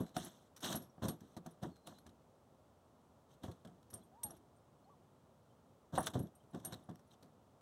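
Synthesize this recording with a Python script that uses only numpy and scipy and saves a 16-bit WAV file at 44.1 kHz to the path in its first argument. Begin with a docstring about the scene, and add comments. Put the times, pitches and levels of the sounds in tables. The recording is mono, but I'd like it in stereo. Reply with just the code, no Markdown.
"""Dogs on a wooden deck

Outdoors, a phone's two microphone ports above the boards. Close below, dogs pad about: paws thump the planks,
pads scuff over the grain, claws tick and now and then tink clearly, two metal collar tags clink. A bird
whistles once and a dog whimpers far off, both gliding tones, over distant rumble."""
import sys
import numpy as np
from scipy import signal
from scipy.fft import rfft, irfft
from scipy.io import wavfile
from scipy.ndimage import uniform_filter1d

SR = 44100
rng = np.random.default_rng(int(sys.argv[2]) if len(sys.argv) > 2 else 0)


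def unload_audio(sound):
    """Save the sound as a 16-bit wav file, at the path given as the first command line argument."""
    columns = np.transpose(np.atleast_2d(sound))
    # keep every value between -1 and 1, then stretch to whole-number steps
    steps = np.round(np.clip(columns, -1, 1) * 32767)
    wavfile.write(sys.argv[1], SR, steps.astype(np.int16))


N = 335601
T = np.arange(N) / SR

# distant rumble and hiss: (frequency [Hz], level [dB])
AIR_SPECTRUM = [(18, -54), (30, -7.5), (109, -1.5), (157, -1), (184, -6), (221, -2.5), (266, -4),
                (303, -8.5), (584, -8), (1390, -19.5), (1500, -25), (8080, -35), (16000, -39.5)]
# air common to both ports: (frequency [Hz], share [0-1])
AIR_COHERENCE = [(100, .7), (430, .6), (1200, .85), (1700, .4), (2400, .5), (4000, .2)]
# pad drags: (time [s], length [s], hiss level [dB], fade over the length [dB], rumble re hiss [dB])
PAD_DRAGS = [(0, 0.15, -59.5, 33, 17.5), (0.155, 0.13, -52, 3.5, 1), (0.28, 0.2, -64, 13.5, 1.5),
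             (.632, 0.061, -41, 3.5, -7.5), (0.703, 0.075, -43, 9, 2), (0.773, 0.093, -61.5, 13, 12),
             (1.03, .04, -48, 2.5, 13.5), (1.084, 0.095, -51, 31, 13.5), (1.198, 0.16, -74.5, 2, 3),
             (1.456, 0.1, -67.5, 14, 11), (1.629, 0.11, -56.5, 29, 15), (1.869, 0.16, -60, 23, 5.5),
             (3.294, 0.058, -75.5, -4, -15), (3.43, 0.21, -63.5, 26, 14), (3.931, 0.088, -73, 8, 18),
             (4.246, 0.13, -67, 10.5, 11.5), (5.935, 0.076, -56, 9, 18), (6.024, 0.096, -51.5, 11.5, 5.5),
             (6.139, 0.14, -59.5, 21.5, 16.5), (6.54, 0.089, -63, 16.5, 16.5),
             (6.638, 0.053, -66.5, -3, 12), (6.703, 0.15, -64.5, 17, 10.5), (7.108, 0.038, -71, -2.5, -1)]
# hiss of pad on wood: (frequency [Hz], level [dB])
PAD_SPECTRUM = [(400, -8.5), (1300, -10), (2470, -10.5), (3690, -7.5), (4800, -13), (6950, -12.5),
                (10000, -20), (13500, -18.5), (16000, -37)]
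# modes of the long boards: (frequency [Hz], width [Hz], level [dB])
BOARD_MODES = [(103.6, 64, -9), (174.8, 36, 2), (238, 130, 2.5), (323, 37, -11)]
# modes of the plank underfoot: (frequency [Hz], width [Hz], level [dB])
PLANK_MODES = [(338, 24, -6), (537.6, 38, 0.5), (649, 53, 3.5), (721, 19, 2), (922, 250, -3.5),
               (1115, 110, -8.5), (1570, 620, -9.5)]
# tag hits: (time [s], first tag [dB], second tag [dB], spot [-1 centre, 1 rim], leftward pan [dB])
TAG_HITS = [(0.0024, -53, -77, 1, 0), (0.174, -57, -47.5, -0.55, 7), (0.2462, -54, -44, 0.92, -1),
            (0.605, -57, -60, .6, 6), (0.755, -37.5, -39.5, 0.6, 7), (0.823, -56, -63, 0.58, 12),
            (1.0824, -38.5, -47, 0.038, 4), (1.509, -71, -65, -0.32, 7), (1.8684, -67, -53, -0.3, -3),
            (1.9844, -67, -66, 0.08, 1), (3.902, -60, -59, .8, 19), (3.9379, -45.5, -45, -0.54, 7.5),
            (4.033, -68, -83, -.3, 6), (4.2338, -32.5, -39, -0.22, 7.5), (4.306, -59.5, -53.5, 0.98, 32),
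            (4.366, -76, -66, -0.35, 6), (4.562, -81, -90, -0.91, 5), (5.979, -44.5, -51, -0.7, 3),
            (5.989, -70, -48, 0, 0.1), (6.0033, -66, -41, -0.9, -3), (6.028, -72, -47, 0, 0.1),
            (6.0604, -54, -41, 0.38, -1), (6.099, -75, -61, -0.1, -2), (6.1906, -49.5, -57, 0.27, 3),
            (6.227, -59, -63, 1, 3), (6.351, -60, -69, -0.19, 0), (6.5064, -89, -71, 0, 1),
            (6.6485, -37, -45, -0.047, 8), (6.8374, -85, -73.5, -.5, 0), (7.0744, -92, -78, 0, 28)]
# tag modes: (frequency [Hz], t60 [s], left lead [rad], pan weight [ratio], tag [index])
TAG_MODES = [(8738, .1, .7, 1.2, 0), (9255, .045, -2, 1, 0), (10760, .04, -.4, .2, 1),
             (11345, .13, -.8, .2, 0), (5800, .022, 0, .8, 1), (13850, .025, 0, .2, 1)]
# drive of each tag mode: (level struck midway [dB], gain towards the rim [dB])
TAG_DRIVE = [(-3.5, -13), (-2, -3), (6.3, -0.2), (-6.2, 4.5), (-1, 0), (-8, -7)]
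# rattle of metal on metal: (frequency [Hz], width [Hz], level [dB])
CLATTER_MODES = [(10700, 8700, 28), (14000, 1500, 1), (5740, 300, -35)]
# paw falls: (time [s], board level [dB], knock re boards [dB], push t60 [s], span ring [Hz])
PAW_FALLS = [(0.004, -27, -21, 0.13, 245), (0.165, -29, -3.5, 0.12, 248), (0.633, -41, -7, 0.41, 264),
             (0.698, -45.5, 2, 0.48, 173), (0.743, -32, -8, 0.16, 220), (0.978, -47.5, -9, 0.21, 232),
             (1.021, -32.5, -10, 0.32, 113), (1.08, -34, -18, 0.22, 170), (1.214, -46.5, -16.5, 0.3, 170),
             (1.366, -39, -8.5, 0.16, 188), (1.459, -42, -7.5, 0.16, 169), (1.627, -32, -15, 0.25, 198),
             (1.641, -39, -5.5, 0.095, 333), (1.872, -53.5, 2.5, 0.17, 184), (1.924, -59, 3, 0.14, 200),
             (2.058, -51.5, -12, 0.38, 88.5), (3.438, -37.5, -11, 0.11, 205),
             (3.481, -34.5, -18, 0.17, 123), (3.648, -45.5, -9, 0.45, 164), (3.93, -50.5, -8, 0.37, 108),
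             (4.246, -43.5, -10.5, 0.11, 84), (4.299, -51, -3, 0.31, 294), (5.932, -38, -16, 0.19, 154),
             (5.977, -31.5, 7.5, 0.23, 189), (6.065, -48.5, 7.5, 0.25, 287),
             (6.152, -25.5, -12.5, 0.19, 134), (6.199, -31, -35, 0.1, 237), (6.234, -35, -41, 0.16, 170),
             (6.542, -35.5, -15, 0.19, 244), (6.643, -52.5, 1, 0.92, 86), (6.724, -37, -12, 0.14, 126),
             (6.888, -38, -9.5, 0.26, 170), (7.224, -55.5, -9, 0.34, 150)]
# claws meeting wood: (time [s], level [dB], t60 [s], ring [Hz])
CLAW_TICKS = [(0.0613, -58, 0.21, 3970), (0.1651, -36, 0.034, 4400), (0.563, -51.5, 0.091, 5860),
              (0.604, -55.5, 0.15, 5700), (0.628, -50, 0.03, 3470), (0.647, -39, 0.075, 3130),
              (0.7252, -36, 0.045, 3680), (0.8195, -58.5, 0.15, 5500), (1.0243, -54, 0.096, 3760),
              (1.083, -40, 0.062, 4400), (1.206, -60, 0.04, 6100), (1.3654, -51.5, 0.061, 4060),
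              (1.462, -52, 0.025, 6200), (1.626, -47.5, 0.046, 3820), (1.758, -63.5, 0.11, 4060),
              (1.8724, -44.5, 0.032, 3700), (1.985, -58, 0.022, 4140), (2.064, -54.5, 0.048, 3170),
              (2.0912, -63.5, 0.044, 3910), (3.4334, -51.5, 0.15, 3300), (3.5136, -57, 0.033, 4180),
              (3.6484, -57.5, 0.043, 3320), (3.672, -61, 0.079, 3250), (3.8272, -65.5, 0.03, 3900),
              (3.902, -60, 0.085, 5400), (3.9309, -57, 0.16, 5440), (4.2323, -47.5, 0.022, 6000),
              (4.3667, -65, 0.048, 5700), (5.9513, -44.5, 0.11, 3840), (5.9734, -48, 0.037, 3260),
              (6.0682, -31, 0.04, 3480), (6.1356, -48.5, 0.14, 3440), (6.1903, -58, 0.037, 2800),
              (6.267, -64, 0.09, 3330), (6.546, -53, 0.028, 3300), (6.5983, -61, 0.057, 3450),
              (6.6477, -51, 0.12, 6200), (6.7222, -44.5, 0.076, 3870), (6.8914, -62.5, 0.085, 3540),
              (6.9485, -58, 0.13, 5570), (6.9913, -66, 0.073, 5600), (7.109, -66, 0.033, 4040),
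              (7.226, -59.5, 0.12, 4500)]
# colour of a tick: (frequency [Hz], level [dB])
CLAW_SPECTRUM = [(1500, 6.5), (2500, -1), (4000, -0.5), (6500, -4.5), (9000, -7.5)]
# further claw ticks, each a lone clear tink: (time [s], level [dB], pitch [Hz])
CLAW_TINKS = [(.897, -66.5, 5640), (4.015, -69, 4050), (4.025, -67.5, 3370), (4.262, -59, 4260),
              (4.842, -67, 4270), (5.506, -72, 3100), (6.403, -69, 3120)]
# the bird's glide: (time [s], pitch [Hz], level [dB])
BIRD_GLIDE = [(1.64, 4900, -90), (1.67, 4700, -82), (1.72, 4350, -76), (1.77, 4150, -79), (1.83, 4080, -94),
              (1.88, 4170, -72), (1.93, 4230, -84), (1.972, 3960, -73), (1.99, 4120, -74),
              (2.01, 4350, -92)]
# one glide per whimper: (time [s], pitch [Hz], level [dB])
WHIMPER_GLIDES = [
    [(4.11, 685, -74), (4.14, 777, -68), (4.19, 959, -65), (4.22, 961, -74), (4.26, 843, -54.5),
     (4.29, 800, -67), (4.31, 770, -75)],
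    [(4.845, 687, -73), (4.89, 835, -67.5), (4.903, 1150, -67), (4.93, 1140, -69), (4.95, 870, -73)],
]
# balance of the ports: (frequency [Hz], left minus right [dB])
PORT_BALANCE = [(60, 9.5), (380, 3), (1290, 2.5), (2380, 0.5), (4400, 0), (8120, 10.5), (15000, -4.5)]


def undb(db):
    """Decibels to gain."""
    return 10 ** (np.asarray(db) / 20)


def on_log(hz, table):
    """Read (Hz, value) points on a log axis."""
    f, v = np.transpose(table)
    return np.interp(np.log(hz + 1), np.log(f), v)


def coloured(x, response):
    """Filter by a function of frequency; rms 1."""
    size = x.shape[-1]
    y = irfft(rfft(x) * response(np.fft.rfftfreq(size, 1 / SR)), size)
    return y / np.sqrt(np.mean(y ** 2))


def resonant(modes):
    """Response of a body with (Hz, width, dB) modes."""
    return lambda f: sum(undb(db) * 1j * w * f / (hz ** 2 - f ** 2 + 1j * w * f) for hz, w, db in modes)


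def padded(modes, corner_hz):
    """Response of wood under a soft pad, which excites little treble."""
    return lambda f: resonant(modes)(f) / (1 + 1j * f / corner_hz) ** 2


def share(a, b, alike):
    """Spread two noises over left and right, with the share `alike` in common."""
    return np.sqrt(1 + alike) * a + np.sqrt(1 - alike) * b * np.array([[1], [-1]])


def port_noise(size, alike):
    """White noise at both ports, partly shared."""
    return share(*rng.standard_normal((2, size)), alike)


def burst(t60, rise_s, response, alike, grain_db=0, blow=0):
    """A dying push of noise through a body, with optional grain and blow; envelope peak 1."""
    t = np.arange(16384) / SR
    grains = undb(grain_db * rng.exponential(size=256).repeat(64))
    push = port_noise(len(t), alike) * grains * (1 - np.exp(-t / rise_s)) * 1000 ** (-t / max(t60, .005))
    pulse = blow * np.sin(np.pi * np.clip(t / rise_s, 0, 1))
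    y = coloured(push + pulse, response)
    power = uniform_filter1d(np.mean(y ** 2, axis=0), size=128)
    return y / np.sqrt(2 * power.max())


def glide(points, octave_db):
    """A near-pure gliding tone with a weak octave."""
    s, hz, db = np.transpose(points)
    phase = 2 * np.pi * np.cumsum(np.interp(T, s, hz)) / SR
    gain = uniform_filter1d(np.interp(T, s, undb(db), left=0, right=0), size=600)
    return np.sqrt(2) * gain * (np.sin(phase) + undb(octave_db) * np.sin(2 * phase))


def add(out, s, x):
    """Mix x in from time s."""
    i = int(s * SR)
    out[:, i:i + x.shape[-1]] += x[..., :N - i]


def distant_air(level_db=-65.5):
    """Far-off rumble, largely alike at both ports, under smooth hiss."""
    alike = on_log(np.fft.rfftfreq(N, 1 / SR), AIR_COHERENCE)
    noise = irfft(share(*rfft(rng.standard_normal((2, N))), alike), N)
    return undb(level_db) * coloured(noise, lambda f: undb(on_log(f, AIR_SPECTRUM)))


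def pad_scuffs(attack_s=0.028, release_s=0.023):
    """Dense, uneven slips hiss, each patch of grain with its own colour, and set the boards rumbling."""
    slips = port_noise(N, alike=0.87) * undb(0.86 * rng.exponential(size=N // 40 + 1).repeat(40)[:N])
    cells = signal.stft(slips, nperseg=128)[2]
    _, bands, frames = cells.shape
    patch_db = 3 * rng.standard_normal((bands // 4 + 1, frames // 3 + 1))
    patch_db = patch_db.repeat(4, axis=0).repeat(3, axis=1)[:bands, :frames]
    slips = signal.istft(cells * undb(patch_db), nperseg=128)[1][:, :N]
    hiss = coloured(slips, lambda f: undb(on_log(f, PAD_SPECTRUM)))
    rumble = coloured(port_noise(N, alike=1), padded(BOARD_MODES + PLANK_MODES, corner_hz=450))
    out = np.zeros((2, N))
    for s, length, db, fade_db, rumble_db in PAD_DRAGS:
        attack = np.clip((T - s) / attack_s + .5, 0, 1)
        release = np.clip((s + length - T) / release_s + .5, 0, 1)
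        gain = undb(db - fade_db * np.clip((T - s) / length, 0, 1))
        out += attack * release * gain * (hiss + undb(rumble_db) * rumble)
    return out


def collar_tags():
    """Thin metal discs ring on a few high modes; swinging and rubbing make each ring waver."""
    out, t = np.zeros((2, N)), np.arange(12000) / SR
    side = np.array([[.5], [-.5]])
    chance = rng.random((len(TAG_HITS), len(TAG_MODES), 4))
    for (s, *tag_db, spot, pan_db), draws in zip(TAG_HITS, chance):
        for (hz, t60, lead, pan_weight, tag), (mid_db, rim_db), draw in zip(TAG_MODES, TAG_DRIVE, draws):
            detune, swing_rate, swing_start, turn = draw
            db = tag_db[tag] + mid_db + rim_db * spot + side * pan_weight * pan_db
            swing = 0.047 * np.sin(2 * np.pi * ((20 + 40 * swing_rate) * t + swing_start))
            rub = 3.2 * uniform_filter1d(port_noise(len(t), alike=.3), size=150)
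            fade = (1 - np.exp(-t / 0.0029)) * 1000 ** (-t / t60)
            phase = 2 * np.pi * hz * (1 + 0.0068 * (detune - .5)) * t
            port_phase = side * (lead + 3.5 * (turn - .5))  # the tag turns between blows
            add(out, s, undb(db) * (1 + swing + rub) * fade * np.sin(phase + port_phase))
    return out


def tag_clatter(relative_db=-5.5):
    """Each clink also rattles broadly where the metal meets, following the louder tag."""
    out = np.zeros((2, N))
    for s, first_db, second_db, _, _ in TAG_HITS:
        rattle = burst(t60=0.032, rise_s=0.00031, response=resonant(CLATTER_MODES),
                       alike=0.78, grain_db=2.5)
        add(out, s, undb(max(first_db, second_db) + relative_db) * rattle)
    return out


def paw_thumps(plank_hz=723.5, plank_spread=0.032):
    """Each fall shakes the long boards and knocks on one plank; no two planks ring quite alike."""
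    out = np.zeros((2, N))
    rings_hz = plank_hz * (1 + plank_spread * rng.uniform(-0.83, 1, len(PAW_FALLS)))
    for (s, db, knock_db, t60, span_hz), ring_hz in zip(PAW_FALLS, rings_hz):
        boards = padded(BOARD_MODES + [(span_hz, 30, 6)], corner_hz=500)
        plank = padded(PLANK_MODES + [(ring_hz, 40, 5)], corner_hz=1600)
        thump = burst(t60, rise_s=0.0037, response=boards, alike=0.92, blow=0.37)
        knock = burst(0.61 * t60, rise_s=0.00029, response=plank, alike=1, blow=0.44)
        add(out, s, undb(db) * (thump + undb(knock_db) * knock))
    return out


def claw_ticks():
    """Short broad ticks, each with the ring of the spot the claw meets; higher rings are brighter."""
    out = np.zeros((2, N))
    for s, db, t60, hz in CLAW_TICKS:
        treble_db = -10 + 9 * np.log2(hz / 4000)
        colour = CLAW_SPECTRUM + [(14000, treble_db), (16000, treble_db - 15)]
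        spot = resonant([(hz, 300, 6)])
        response = lambda f: undb(on_log(f, colour)) * f / (f + 1500) * (1 + spot(f))
        add(out, s, undb(db) * burst(t60, rise_s=0.0012, response=response, alike=0.59, grain_db=3))
    return out


def claw_tinks(rise_s=0.0015, t60=0.055):
    """Lone claw tinks, one short clear tone each."""
    out, t = np.zeros((2, N)), np.arange(6000) / SR
    fade = (1 - np.exp(-t / rise_s)) * 1000 ** (-t / t60)
    for s, db, hz in CLAW_TINKS:
        add(out, s, undb(db) * fade * np.sin(2 * np.pi * hz * t))
    return out


def bird():
    """One faint whistle that falls, then wavers."""
    return glide(BIRD_GLIDE, octave_db=-40)


def far_dog():
    """Two thin whimpers far from the microphone, each rising and falling."""
    return sum(glide(points, octave_db=-23) for points in WHIMPER_GLIDES)


def microphone_ports(x, lag_s=0.0004162, bass_lead_rad=1.1, bass_hz=693, dwell_rad=0.18):
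    """Phase and level offsets between the phone's left and right ports."""
    hz = np.fft.rfftfreq(N, 1 / SR)
    lead = 2 * np.pi * hz * lag_s - np.pi + bass_lead_rad / (1 + (hz / bass_hz) ** 2)
    lead -= dwell_rad * np.sin(2 * lead)  # across frequency, the ports linger in and out of phase
    half = np.exp(.5j * lead) * undb(on_log(hz, PORT_BALANCE) / 2)
    return irfft(rfft(x) * np.array([half, 1 / half]), N)


def scene():
    """The deck from above; the ringing tags have their own direction and skip the port offsets."""
    near = paw_thumps() + claw_ticks() + pad_scuffs() + claw_tinks() + tag_clatter()
    background = distant_air() + bird() + far_dog()
    return microphone_ports(near + background) + collar_tags()


def record(dry, low_cut_hz=66, top_hz=15800):
    """The phone drops the deepest bass and cuts the top."""
    thinned = signal.sosfilt(signal.butter(4, low_cut_hz, "high", fs=SR, output="sos"), dry)
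    return signal.sosfilt(signal.ellip(8, .2, 70, top_hz, fs=SR, output="sos"), thinned)


dry = scene()
out = record(dry)
unload_audio(out)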